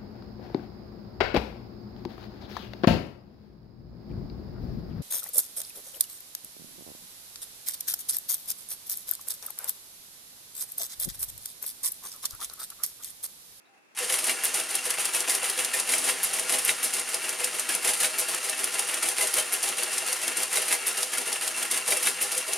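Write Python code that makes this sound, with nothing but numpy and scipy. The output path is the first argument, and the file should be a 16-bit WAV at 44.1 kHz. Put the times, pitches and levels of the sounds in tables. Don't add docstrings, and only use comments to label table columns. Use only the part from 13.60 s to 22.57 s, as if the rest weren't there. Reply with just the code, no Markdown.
import sys
import numpy as np
from scipy import signal
from scipy.fft import rfft, irfft, next_fast_len
from scipy.io import wavfile
from scipy.ndimage import uniform_filter1d

SR = 44100
rng = np.random.default_rng(int(sys.argv[2]) if len(sys.argv) > 2 else 0)


def wav_out(sig):
    wavfile.write(sys.argv[1], SR, np.round(np.clip(np.atleast_2d(sig).T, -1, 1) * 32767).astype(np.int16))


N = 395577

# start in seconds, then rattle, clack and thud in relative dB.
STARTS = [(0.3824, -16, -33, -49), (0.4373, -20, -39.5, -38)]
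CLUTCHES = [(0.9424, -14.5, -35, -39.5), (2.1374, -16, -35, -42.5), (2.7347, -18.5, -37, -45),
            (3.3353, -16, -41, -42.5), (4.091, -16.5, -33, -40), (4.6842, -18.5, -39, -40.5),
            (5.4272, -15.5, -30.5, -38), (6.0287, -16, -38, -40), (6.77, -16.5, -36, -38),
            (7.3745, -18, -37, -45), (8.112, -14, -33, -40), (8.7178, -18.5, -37, -40)]
WHEELS = [(1.1025, -18.5, -33, -44), (1.2538, -14.5, -30.5, -43), (1.396, -12.5, -27, -42),
          (1.5464, -10, -28, -40.5), (1.695, -9, -29.5, -43), (1.8424, -13.5, -27, -47),
          (1.9886, -12.5, -24, -44), (3.4894, -19, -37, -45), (3.6403, -20.5, -33, -42),
          (3.7983, -19, -30.5, -39), (3.944, -20, -34, -42), (4.8424, -16, -35, -41),
          (4.9907, -18, -32, -43), (5.1394, -16.5, -33, -42), (5.287, -17.5, -28.5, -42.5),
          (6.183, -17, -30, -47), (6.329, -16, -35, -49), (6.4757, -15.5, -30.5, -48),
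          (6.6273, -18, -33, -46), (7.5328, -18.5, -35, -45), (7.6747, -18, -33, -40),
          (7.823, -15.5, -30, -42.5), (7.9754, -16.5, -32, -40), (8.88, -21, -38, -39)]
PAWLS = [(1, -14.5, -32, -43), (1.154, -9.5, -36, -49), (1.3061, -10, -34, -42), (1.4553, -11, -34, -41),
         (1.6056, -11.5, -39, -38), (1.7504, -9.5, -38, -38), (1.899, -12, -36, -45),
         (2.048, -13, -36, -55), (2.1993, -12.5, -33, -47), (2.796, -13.5, -32.5, -40),
         (3.395, -14, -42, -53), (3.544, -12, -37, -34), (3.693, -14, -33, -39), (3.8445, -10, -36, -46),
         (3.9966, -13, -33, -55), (4.1507, -13.5, -33, -36.5), (4.747, -16, -34, -41),
         (4.8964, -14, -36, -39), (5.0433, -12.5, -34, -34), (5.194, -10, -34, -35.5),
         (5.343, -13.5, -34, -39), (5.489, -10, -42, -42), (6.089, -13, -44, -36), (6.2335, -13, -35, -35),
         (6.3822, -13, -34, -38), (6.529, -11.5, -45, -55), (6.6802, -13.5, -34, -35),
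         (6.833, -13, -46, -53), (7.431, -12, -42, -40), (7.583, -13, -33, -39), (7.729, -12.5, -36, -42),
         (7.878, -12.5, -38, -39), (8.029, -13.5, -29.5, -36.5), (8.176, -12, -35, -38),
         (8.779, -11.5, -46, -39), (8.934, -11.5, -39, -37)]
RETURNS = [(1.0364, -12, -40, -50), (1.1407, -15, -38, -41), (1.1864, -10, -42, -55), (1.34, -9, -32, -42),
           (1.3775, -17, -33, -37), (1.4884, -11, -32, -50), (1.6434, -16, -32, -46), (1.677, -9, -32, -29),
           (1.7777, -13, -38, -41), (1.822, -28, -35, -31), (1.933, -13, -38, -51), (2.0804, -26, -35, -52),
           (2.8284, -13, -37, -39), (2.883, -24, -43, -50), (3.476, -22, -33, -50), (3.62, -18, -36, -55),
           (3.704, -20, -36, -50), (3.7276, -10, -36, -39), (3.873, -9, -34, -52), (4.0304, -23, -40, -53),
           (4.778, -11, -33, -45), (4.9295, -14, -30, -45), (5.0744, -11, -31, -37), (5.224, -12, -37, -44),
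           (5.374, -10, -28.5, -44), (5.5174, -9, -39, -40), (6.1244, -14, -31, -47),
           (6.267, -15, -41, -42), (6.4204, -19, -39, -37), (6.565, -12, -34, -51),
           (6.7176, -13, -30.5, -47), (7.537, -9, -30, -45), (7.6143, -9, -33, -37), (7.758, -10, -31, -38),
           (7.9125, -15, -38, -35.5), (8.0524, -11, -31, -45), (8.8103, -13, -37, -50),
           (8.9574, -18, -42, -38)]
ADD_BACKS = [(0.4967, -16, -29.5, -41.5), (2.2916, -15, -33, -40.5), (2.8953, -15.5, -30.5, -39),
             (4.2462, -14.5, -28, -41), (5.5817, -15.5, -32, -39), (6.9288, -16, -31.5, -40.5),
             (8.2782, -15, -31, -36.5)]
SHIFTS = [(0.6414, -12.5, -33.5, -48), (2.4413, -13, -33, -44), (3.048, -14.5, -33, -50),
          (4.4022, -9.5, -33, -42.5), (5.7379, -11.5, -34, -39), (7.0815, -15, -33.5, -45),
          (8.4276, -12, -33, -53)]
STOPS = [(0.6944, -14, -20.5, -36), (2.489, -13, -20.5, -38), (3.089, -13, -20.5, -34),
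         (4.4434, -14.5, -21.5, -42), (5.783, -12.5, -22.5, -42), (7.1247, -12, -22, -36),
         (8.4694, -11.5, -21.5, -34)]
LATCHES = [(0.837, -15.5, -33.5, -48), (2.6326, -16, -36.5, -54), (3.2303, -15, -35.5, -51),
           (4.583, -15.5, -37.5, -39), (5.924, -18, -35, -43), (7.2665, -16.5, -34, -46),
           (8.613, -16, -33, -37.5)]
# offset in seconds, then rattle, clack and thud
# in dB against the event, nominal 60 dB decay time in seconds.
START_BLOWS = [(-.0155, -17, -14, -27, .04), (-.008, -11, -3, -12, 0.22), (.006, -6, -2, -12, 0.05)]
CLUTCH_BLOWS = [(0, -3, 1.5, 3.5, 0.2), (0.031, -8.5, -1, -1, 0.14), (0.049, -13.5, -9, -7, .2)]
WHEEL_BLOWS = [(-.011, -9.5, -10, 0.5, 0.044), (0, -8, -3.5, 3, 0.27)]
PAWL_BLOWS = [(-.009, -15, 1.5, -1.5, 0.062), (-.0003, -3, -8.5, -5, 0.027), (.0012, -11, -8, -10, 0.075),
              (.007, -20.5, -13, -4.5, 0.25)]
RETURN_BLOWS = [(0.00013, -17.5, -0.08, 0, 0.084)]
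ADD_BACK_BLOWS = [(-.016, -13.5, -5, -15, 0.08), (0, -3.5, 0, 4.5, 0.18), (0.028, -2, -4, 3.5, 0.16),
                  (.044, -3, -2, 4, 0.21), (.090, -4, -5, -27, .13), (0.124, -16.5, -40, -8.5, 0.75)]
SHIFT_BLOWS = [(0, -8.5, -0.57, 3.6, 0.23), (0.027, -10, -0.78, 8.1, 0.3)]
STOP_BLOWS = [(-.010, -11, -15, -2, 0.12), (.001, -3.5, -13, -4.5, 0.11), (.013, -7.5, -13, -1, .13)]
LATCH_BLOWS = [(-.048, -25, -5, -7.5, 0.48), (0, -6, 2, 2, 0.19), (0.013, -6, -12, -13, 0.27),
               (0.032, -25, -19, 6, .04)]
# start in seconds, peak in dB.
CLANKS = [(.5035, -20), (.5415, -19), (.6867, -18), (.6959, -14), (.6986, -18), (.7045, -20), (2.298, -21),
          (2.3362, -17), (2.338, -15), (2.3405, -19), (2.4816, -21), (2.4894, -14), (2.4931, -17),
          (2.4968, -13), (2.499, -17), (2.9379, -19), (2.9424, -16), (3.0886, -18), (3.0928, -7),
          (3.0962, -14), (3.1031, -20), (4.2884, -16), (4.2912, -21), (4.4335, -19), (4.4433, -16),
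          (4.4465, -17), (4.4487, -15), (5.5847, -16), (5.6121, -19), (5.7671, -21), (5.7745, -21),
          (5.7835, -16), (5.7882, -18), (5.7904, -18), (6.9709, -17), (6.973, -19), (6.9801, -19),
          (7.11, -19), (7.1166, -18), (7.1272, -14), (7.1304, -16), (8.3205, -17), (8.3234, -16),
          (8.3269, -16), (8.4625, -21), (8.4729, -11), (8.4764, -15), (8.479, -17), (8.4847, -18)]
# start in seconds, frequency in Hz, level in dB.
LEVER_RINGS = [(0.529, 3340, -34), (0.687, 2790, -29), (1.182, 2756, -34), (1.374, 2690, -34),
               (1.399, 2500, -30), (1.549, 2580, -35), (1.636, 2730, -41), (1.694, 2070, -39),
               (1.818, 2760, -35), (1.97, 2720, -39), (1.998, 2660, -45), (2.135, 2440, -31),
               (2.136, 1830, -29.5), (2.287, 2700, -39), (2.292, 4400, -37), (2.327, 2090, -35),
               (2.33, 2320, -34), (2.482, 2010, -29.5), (2.487, 1003, -36), (2.893, 2670, -40),
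               (2.936, 2540, -36), (2.938, 2920, -35), (3.094, 3740, -36), (3.642, 2770, -37),
               (3.828, 2600, -34), (4.086, 2460, -30), (4.096, 1696, -30), (4.27, 2060, -40),
               (4.42, 1706, -34), (4.43, 3420, -32), (4.432, 3930, -37), (4.924, 1810, -35),
               (4.929, 2636, -34), (5.286, 2820, -33), (5.602, 2550, -38), (5.607, 2040, -30),
               (5.777, 3110, -28), (5.782, 2080, -40), (5.785, 2540, -39), (6.112, 2740, -35),
               (6.181, 2740, -32), (6.416, 2720, -36), (6.458, 2730, -35), (6.485, 4340, -36),
               (6.484, 2760, -42), (6.631, 2680, -34), (6.68, 2720, -33), (6.707, 2720, -40),
               (6.77, 2760, -38), (6.959, 3980, -34), (6.967, 2110, -32), (7.121, 2070, -30),
               (7.246, 2670, -35), (7.378, 2780, -38), (7.531, 1680, -35), (7.535, 2060, -37),
               (7.659, 2700, -39), (7.777, 2710, -36), (7.942, 2700, -30.5), (8.117, 2800, -37),
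               (8.271, 2670, -55), (8.319, 2310, -36), (8.362, 2700, -35), (8.461, 3700, -28),
               (8.605, 2680, -37), (8.803, 2740, -36), (8.91, 2710, -33)]
FRAME_KNOCKS = [(0.403, 509, -37), (.417, 492, -33.5), (.454, 493, -36), (.5, 513, -37), (1.265, 490, -37),
                (1.3, 497, -43), (1.571, 500, -38), (1.973, 503, -34), (2.138, 520, -39), (2.335, 654, -37),
                (2.345, 825, -46), (2.938, 634, -38), (2.95, 810, -43), (3.804, 496, -37),
                (3.829, 503, -39), (4.29, 620, -38), (4.3, 820, -40), (4.445, 634, -41), (5.635, 620, -36),
                (5.672, 465, -45), (5.78, 616, -44), (6.188, 489, -35), (6.488, 498, -38),
                (6.977, 634, -34), (8.284, 490, -40), (8.325, 601, -34), (8.363, 490, -35),
                (8.76, 510, -34)]
# start in seconds, time between teeth in seconds, nominal peak in dB.
RATCHETS = [(0.837, 0.0057, -9.5), (2.632, 0.0046, -9.5), (3.232, 0.0047, -11), (4.5852, 0.0055, -9),
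            (5.9256, 0.0045, -8.5), (7.268, 0.0042, -9.5), (8.616, 0.0043, -10)]
TEETH_DB = [-3, -2, -3, -3]
# start in seconds, nominal peak in dB.
SNAPS = [(0.6426, -16), (3.0502, -9), (4.4032, -20), (5.741, -12), (7.0823, -13), (8.4312, -18)]
# time in seconds, then tooth hiss, low hum, frame drone and lever ringing
# in relative dB.
WHIRR_LEVELS = [(.349, -39, -72, -77, -81), (.364, -44, -73, -78, -63), (.378, -35, -57, -57, -52),
                (0.404, -28, -55, -44, -39), (.5, -32.5, -57, -51, -65), (.7, -32, -52, -45, -43.5),
                (1.3, -32.5, -57, -52.5, -42), (2.3, -30.5, -49, -45, -41.5),
                (3.7, -32, -52.5, -49.5, -42.5), (4.4, -31.5, -54, -49, -42), (6.399, -31, -55, -47.5, -41),
                (7.3, -31.5, -51.5, -46.5, -41), (8.97, -32, -53, -52.5, -41.5)]
# start in seconds, frequency and bandwidth in Hz, level in dB,
# 60 dB decay time in seconds.
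KEY_TOUCHES = [(.054, 3860, 260, -66, 0.15), (.07, 800, 50, -64, 0.5), (.135, 810, 60, -62, .3)]

# frequency in Hz, bandwidth in Hz, relative level in dB.
FRAME_MODES = [(170, 26, -2), (259, 14, 1.5), (356, 30, -7), (394, 28, -3), (500, 28, 0), (646, 48, -1),
               (820, 42, -3), (1036, 55, -4)]
LEVER_MODES = [(1312, 40, -3), (1390, 40, -2), (1690, 70, -3), (1815, 50, -2), (1902, 45, 0),
               (2080, 110, -2), (2225, 90, 0), (2735, 105, 4), (3070, 90, -4), (4330, 200, -5)]
CARRIAGE_MODES = [(1720, 220, -7), (2100, 230, 0), (2350, 260, -1), (2650, 260, -1), (3050, 280, -1),
                  (3750, 260, -3)]
PAWL_MODES = [(3260, 200, 1), (4580, 180, -3), (5300, 200, 2), (5700, 200, 1)]
SPRING_MODES = [(9600, 500, 0), (11200, 600, 0), (13000, 700, -9), (6500, 900, -9)]
# frequency in Hz, relative level in dB.
RATTLE_SPECTRUM = [(1500, -51), (3500, -8), (5000, -3), (7000, -2.5), (9000, 4.5), (10500, 5.5),
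                   (12500, -8), (15000, -15), (16500, -35)]
CLACK_SPECTRUM = [(500, -22.5), (1000, -3.5), (2200, 4), (2900, 2.5), (3600, -7), (6000, -30)]
GEAR_SPECTRUM = [(40, 4), (310, -9.5), (600, -5), (710, -3), (850, 1.5), (1200, 0.5), (2700, 3),
                 (3560, -0.5), (7900, 1), (9700, 6.5), (14100, -15), (16000, -26)]
SIDE_SPECTRUM = [(60, 0), (140, 7), (230, -3), (600, -9.5), (1300, -8.5), (2400, -13.5), (8000, -10),
                 (15000, -5)]
AIR_SPECTRUM = [(30, 7), (200, 1.5), (850, -3), (2450, -4), (2620, 1), (2900, -11.5), (10000, -18.5),
                (16000, -30)]


def mechanism():
    shower = contacts(per_s=6000, spread_db=2.0)
    hard = np.array([round(s * SR) for s, *_, t60 in all_blows() if t60 < .07])
    shower[hard], shower[hard + 2] = 2.0, -1.8
    shake = shower * blow_envelope("rattle", rise_s=0.001, linger=0.73)
    push = shower * blow_envelope("clack", rise_s=0.0015, linger=0.93)
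    jolt = shower * blow_envelope("thud", rise_s=0.0027, linger=1.0)
    rattle = gain_of(-3) * coloured(shake, RATTLE_SPECTRUM)
    clack = gain_of(-1) * coloured(push, CLACK_SPECTRUM) + gain_of(-28) * resonate(push, LEVER_MODES)
    desk = signal.lfilter(*signal.butter(1, 240, fs=SR), jolt)
    thud = gain_of(-1) * resonate(jolt, FRAME_MODES[2:]) + gain_of(3.5) * desk
    return rattle + clack + gain_of(-16) * lever_pings() + thud


def all_blows():
    kinds = [(STARTS, START_BLOWS), (CLUTCHES, CLUTCH_BLOWS), (WHEELS, WHEEL_BLOWS),
             (PAWLS, PAWL_BLOWS), (RETURNS, RETURN_BLOWS), (ADD_BACKS, ADD_BACK_BLOWS),
             (SHIFTS, SHIFT_BLOWS), (STOPS, STOP_BLOWS), (LATCHES, LATCH_BLOWS)]
    return [(s + offset, dict(zip(("rattle", "clack", "thud"), np.add(event_db, blow_db))), t60)
            for events, blows in kinds
            for s, *event_db in events
            for offset, *blow_db, t60 in blows]


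def blow_envelope(layer, rise_s, linger):
    power, lead = np.zeros(N + SR), 400
    for s, levels_db, nominal_t60 in all_blows():
        t60 = np.clip(nominal_t60 * linger, .01, .5)
        t = np.arange(-lead, round(t60 * SR)) / SR
        envelope = np.where(t < 0, np.exp(t / rise_s), gain_of(-60 * t / t60))
        power[round(s * SR) - lead:][:len(t)] += (gain_of(levels_db[layer]) * envelope) ** 2
    return np.sqrt(power[:N])


def lever_pings():
    t, out = np.arange(3000) / SR, np.zeros(N + 3000)
    for s, levels_db, _ in all_blows():
        mix, detune = rng.standard_normal((2, len(LEVER_MODES)))
        ring = sum(gain_of(db + 2.0 * m) * damped_sine(t, hz * (1 + 0.039 * d), width)
                   for (hz, width, db), m, d in zip(LEVER_MODES, mix, detune))
        out[round(s * SR):][:len(t)] += gain_of(levels_db["clack"]) * ring
    return out[:N]


def struck_parts():
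    sounds = [(s, gain_of(db) * strike(CARRIAGE_MODES, spread_db=3.5)) for s, db in CLANKS]
    sounds += [(s, gain_of(db - 13.5) * strike(PAWL_MODES, spread_db=3.0)) for s, db, *_ in PAWLS]
    sounds += [(s, gain_of(db) * loose_mode(hz, rise_s=.0037, t60=.11, looseness=.35))
               for s, hz, db in LEVER_RINGS]
    sounds += [(s, gain_of(db) * loose_mode(hz, rise_s=.006, t60=.17, looseness=.15))
               for s, hz, db in FRAME_KNOCKS]
    out = np.zeros(N + SR)
    for s, sound in sounds:
        out[round(s * SR):][:len(sound)] += sound
    return out[:N]


def strike(modes, spread_db):
    t = np.arange(2000) / SR
    ring = sum(gain_of(db + spread_db * rng.standard_normal())
               * damped_sine(t, hz * rng.uniform(.98, 1.02), width) for hz, width, db in modes)
    ring *= 1 - np.exp(-t / .00025)
    return ring / abs(ring).max()


def loose_mode(hz, rise_s, t60, looseness):
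    t = np.arange(6000) / SR
    fade = (1 - np.exp(-t / rise_s)) * gain_of(-60 * t / t60)
    flutter, jitter = looseness * unit_rms(uniform_filter1d(rng.standard_normal((2, len(t))), 260))
    phase = 2 * np.pi * (hz * t + rng.random()) + jitter
    return fade / fade.max() * (1 + .5 * flutter) * np.sin(phase)


def ratchet():
    t, out = np.arange(400) / SR, np.zeros(N)
    teeth = [(s + k * gap, db + tooth_db)
             for s, gap, db in RATCHETS for k, tooth_db in enumerate(TEETH_DB)]
    for s, db in teeth + SNAPS:
        click = sum(gain_of(mode_db) * width * t * damped_sine(t, hz * rng.uniform(1, 1.05), 2 * width)
                    for hz, width, mode_db in SPRING_MODES)
        click /= abs(click).max()
        out[round(s * SR):][:len(t)] += gain_of(db + 2 * rng.standard_normal()) * click
    return out


def motor():
    t = np.arange(N) / SR
    times, *levels_db = np.transpose(WHIRR_LEVELS)
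    switched_on = t > times[0]
    hiss, hum, drone, ringing = (gain_of(np.interp(t, times, db)) * switched_on for db in levels_db)
    teeth = contacts(per_s=7000, spread_db=3.0)
    knocks = contacts(per_s=380, spread_db=3.2)
    bumps = contacts(per_s=520, spread_db=2.5)
    load = uniform_filter1d(blow_envelope("rattle", rise_s=0.0053, linger=0.98), 500)
    load /= load.mean()
    gears = coloured(teeth * hiss * (0.5 + 0.5 * np.sqrt(load)), GEAR_SPECTRUM)
    frame_hum = resonate(bumps * hum * (0.44 + 0.23 * load), FRAME_MODES[:2])
    frame_drone = resonate(teeth * drone * (0.72 + 0.29 * load), FRAME_MODES[2:7])
    return gears + frame_hum + frame_drone + resonate(knocks * ringing, LEVER_MODES)


def key_touch():
    t, out = np.arange(N) / SR, np.zeros(N)
    for s, hz, width, db, t60 in KEY_TOUCHES:
        fade = gain_of(db - 60 * (t - s) / t60) * (t > s)
        out += resonate(rng.standard_normal(N) * fade, [(hz, width, 0)])
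    return out


def reflections(x, t60):
    t, out = np.arange(SR // 4) / SR, np.zeros(N)
    turn = np.arange(N) / SR * 9.3 % 4
    for k in range(4):
        taps = rng.choice([-1., 1.], len(t)) * (rng.random(len(t)) < 2000 / SR)
        taps *= gain_of(-60 * t / t60) * (t > .0007)
        turns_away = abs((turn - k + 2) % 4 - 2)
        crossfade = np.cos(np.pi / 2 * np.minimum(turns_away, 1))
        out += convolved(x * crossfade, taps)
    return out


def room_air():
    wobble = unit_rms(uniform_filter1d(rng.standard_normal(N), 900))
    mid, side = (coloured(rng.standard_normal(N), AIR_SPECTRUM) for _ in range(2))
    return gain_of(-62.5 + 0.83 * wobble) * np.array([mid + 1.2 * side, mid - 1.2 * side])


def contacts(per_s, spread_db):
    size = gain_of(spread_db * np.minimum(rng.exponential(1, N), 4)) * rng.choice([-1., 1.], N)
    return unit_rms(size * (rng.random(N) < per_s / SR))


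def damped_sine(t, hz, width):
    return np.exp(-np.pi * width * t) * np.sin(2 * np.pi * hz * t)


def resonate(x, modes):
    t = np.arange(4096) / SR
    taps = sum(gain_of(db) * width ** 1.5 * t * damped_sine(t, hz, 1.5 * width)
               for hz, width, db in modes)
    return convolved(x, taps)


def coloured(x, spectrum):
    log_gain = np.log(gain_at(spectrum, abs(np.fft.fftfreq(4096, 1 / SR))))
    taps = np.fft.ifft(np.exp(np.conj(signal.hilbert(log_gain)))).real[:2048]
    return convolved(x, taps)


def equalised(x, spectrum):
    size = next_fast_len(N)
    return irfft(rfft(x, size) * gain_at(spectrum, np.fft.rfftfreq(size, 1 / SR)), size)[:N]


def convolved(x, taps):
    return signal.oaconvolve(x, taps / np.linalg.norm(taps))[:N]


def gain_at(spectrum, hz):
    points_hz, db = np.transpose(spectrum)
    return gain_of(np.interp(np.log(hz + 1), np.log(points_hz + 1), db))


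def gain_of(db):
    return 10 ** (np.asarray(db) / 20)


def unit_rms(x):
    return x / np.sqrt(np.mean(x ** 2) + 1e-20)


def scene():
    machine = mechanism() + struck_parts() + ratchet() + motor() + key_touch()
    mid = machine + gain_of(-11) * reflections(machine, t60=0.09)
    side = equalised(reflections(machine, t60=0.074), SIDE_SPECTRUM)
    left = gain_of(.6) * (mid + side)
    return np.array([left, mid - side]) + room_air()


def record(dry):
    bass_hz, notch_hz, edge_hz = 260, 7850, 16200
    thin = signal.sosfilt(signal.butter(2, bass_hz, "high", fs=SR, output="sos"), dry)
    dipped = 0.18 * thin + 0.65 * signal.lfilter(*signal.iirnotch(notch_hz, 45, SR), thin)
    band_limit = signal.firwin(511, edge_hz, window=("kaiser", 9), fs=SR)
    return signal.oaconvolve(dipped, band_limit[None], "same")


dry = scene()
out = record(dry)
wav_out(out)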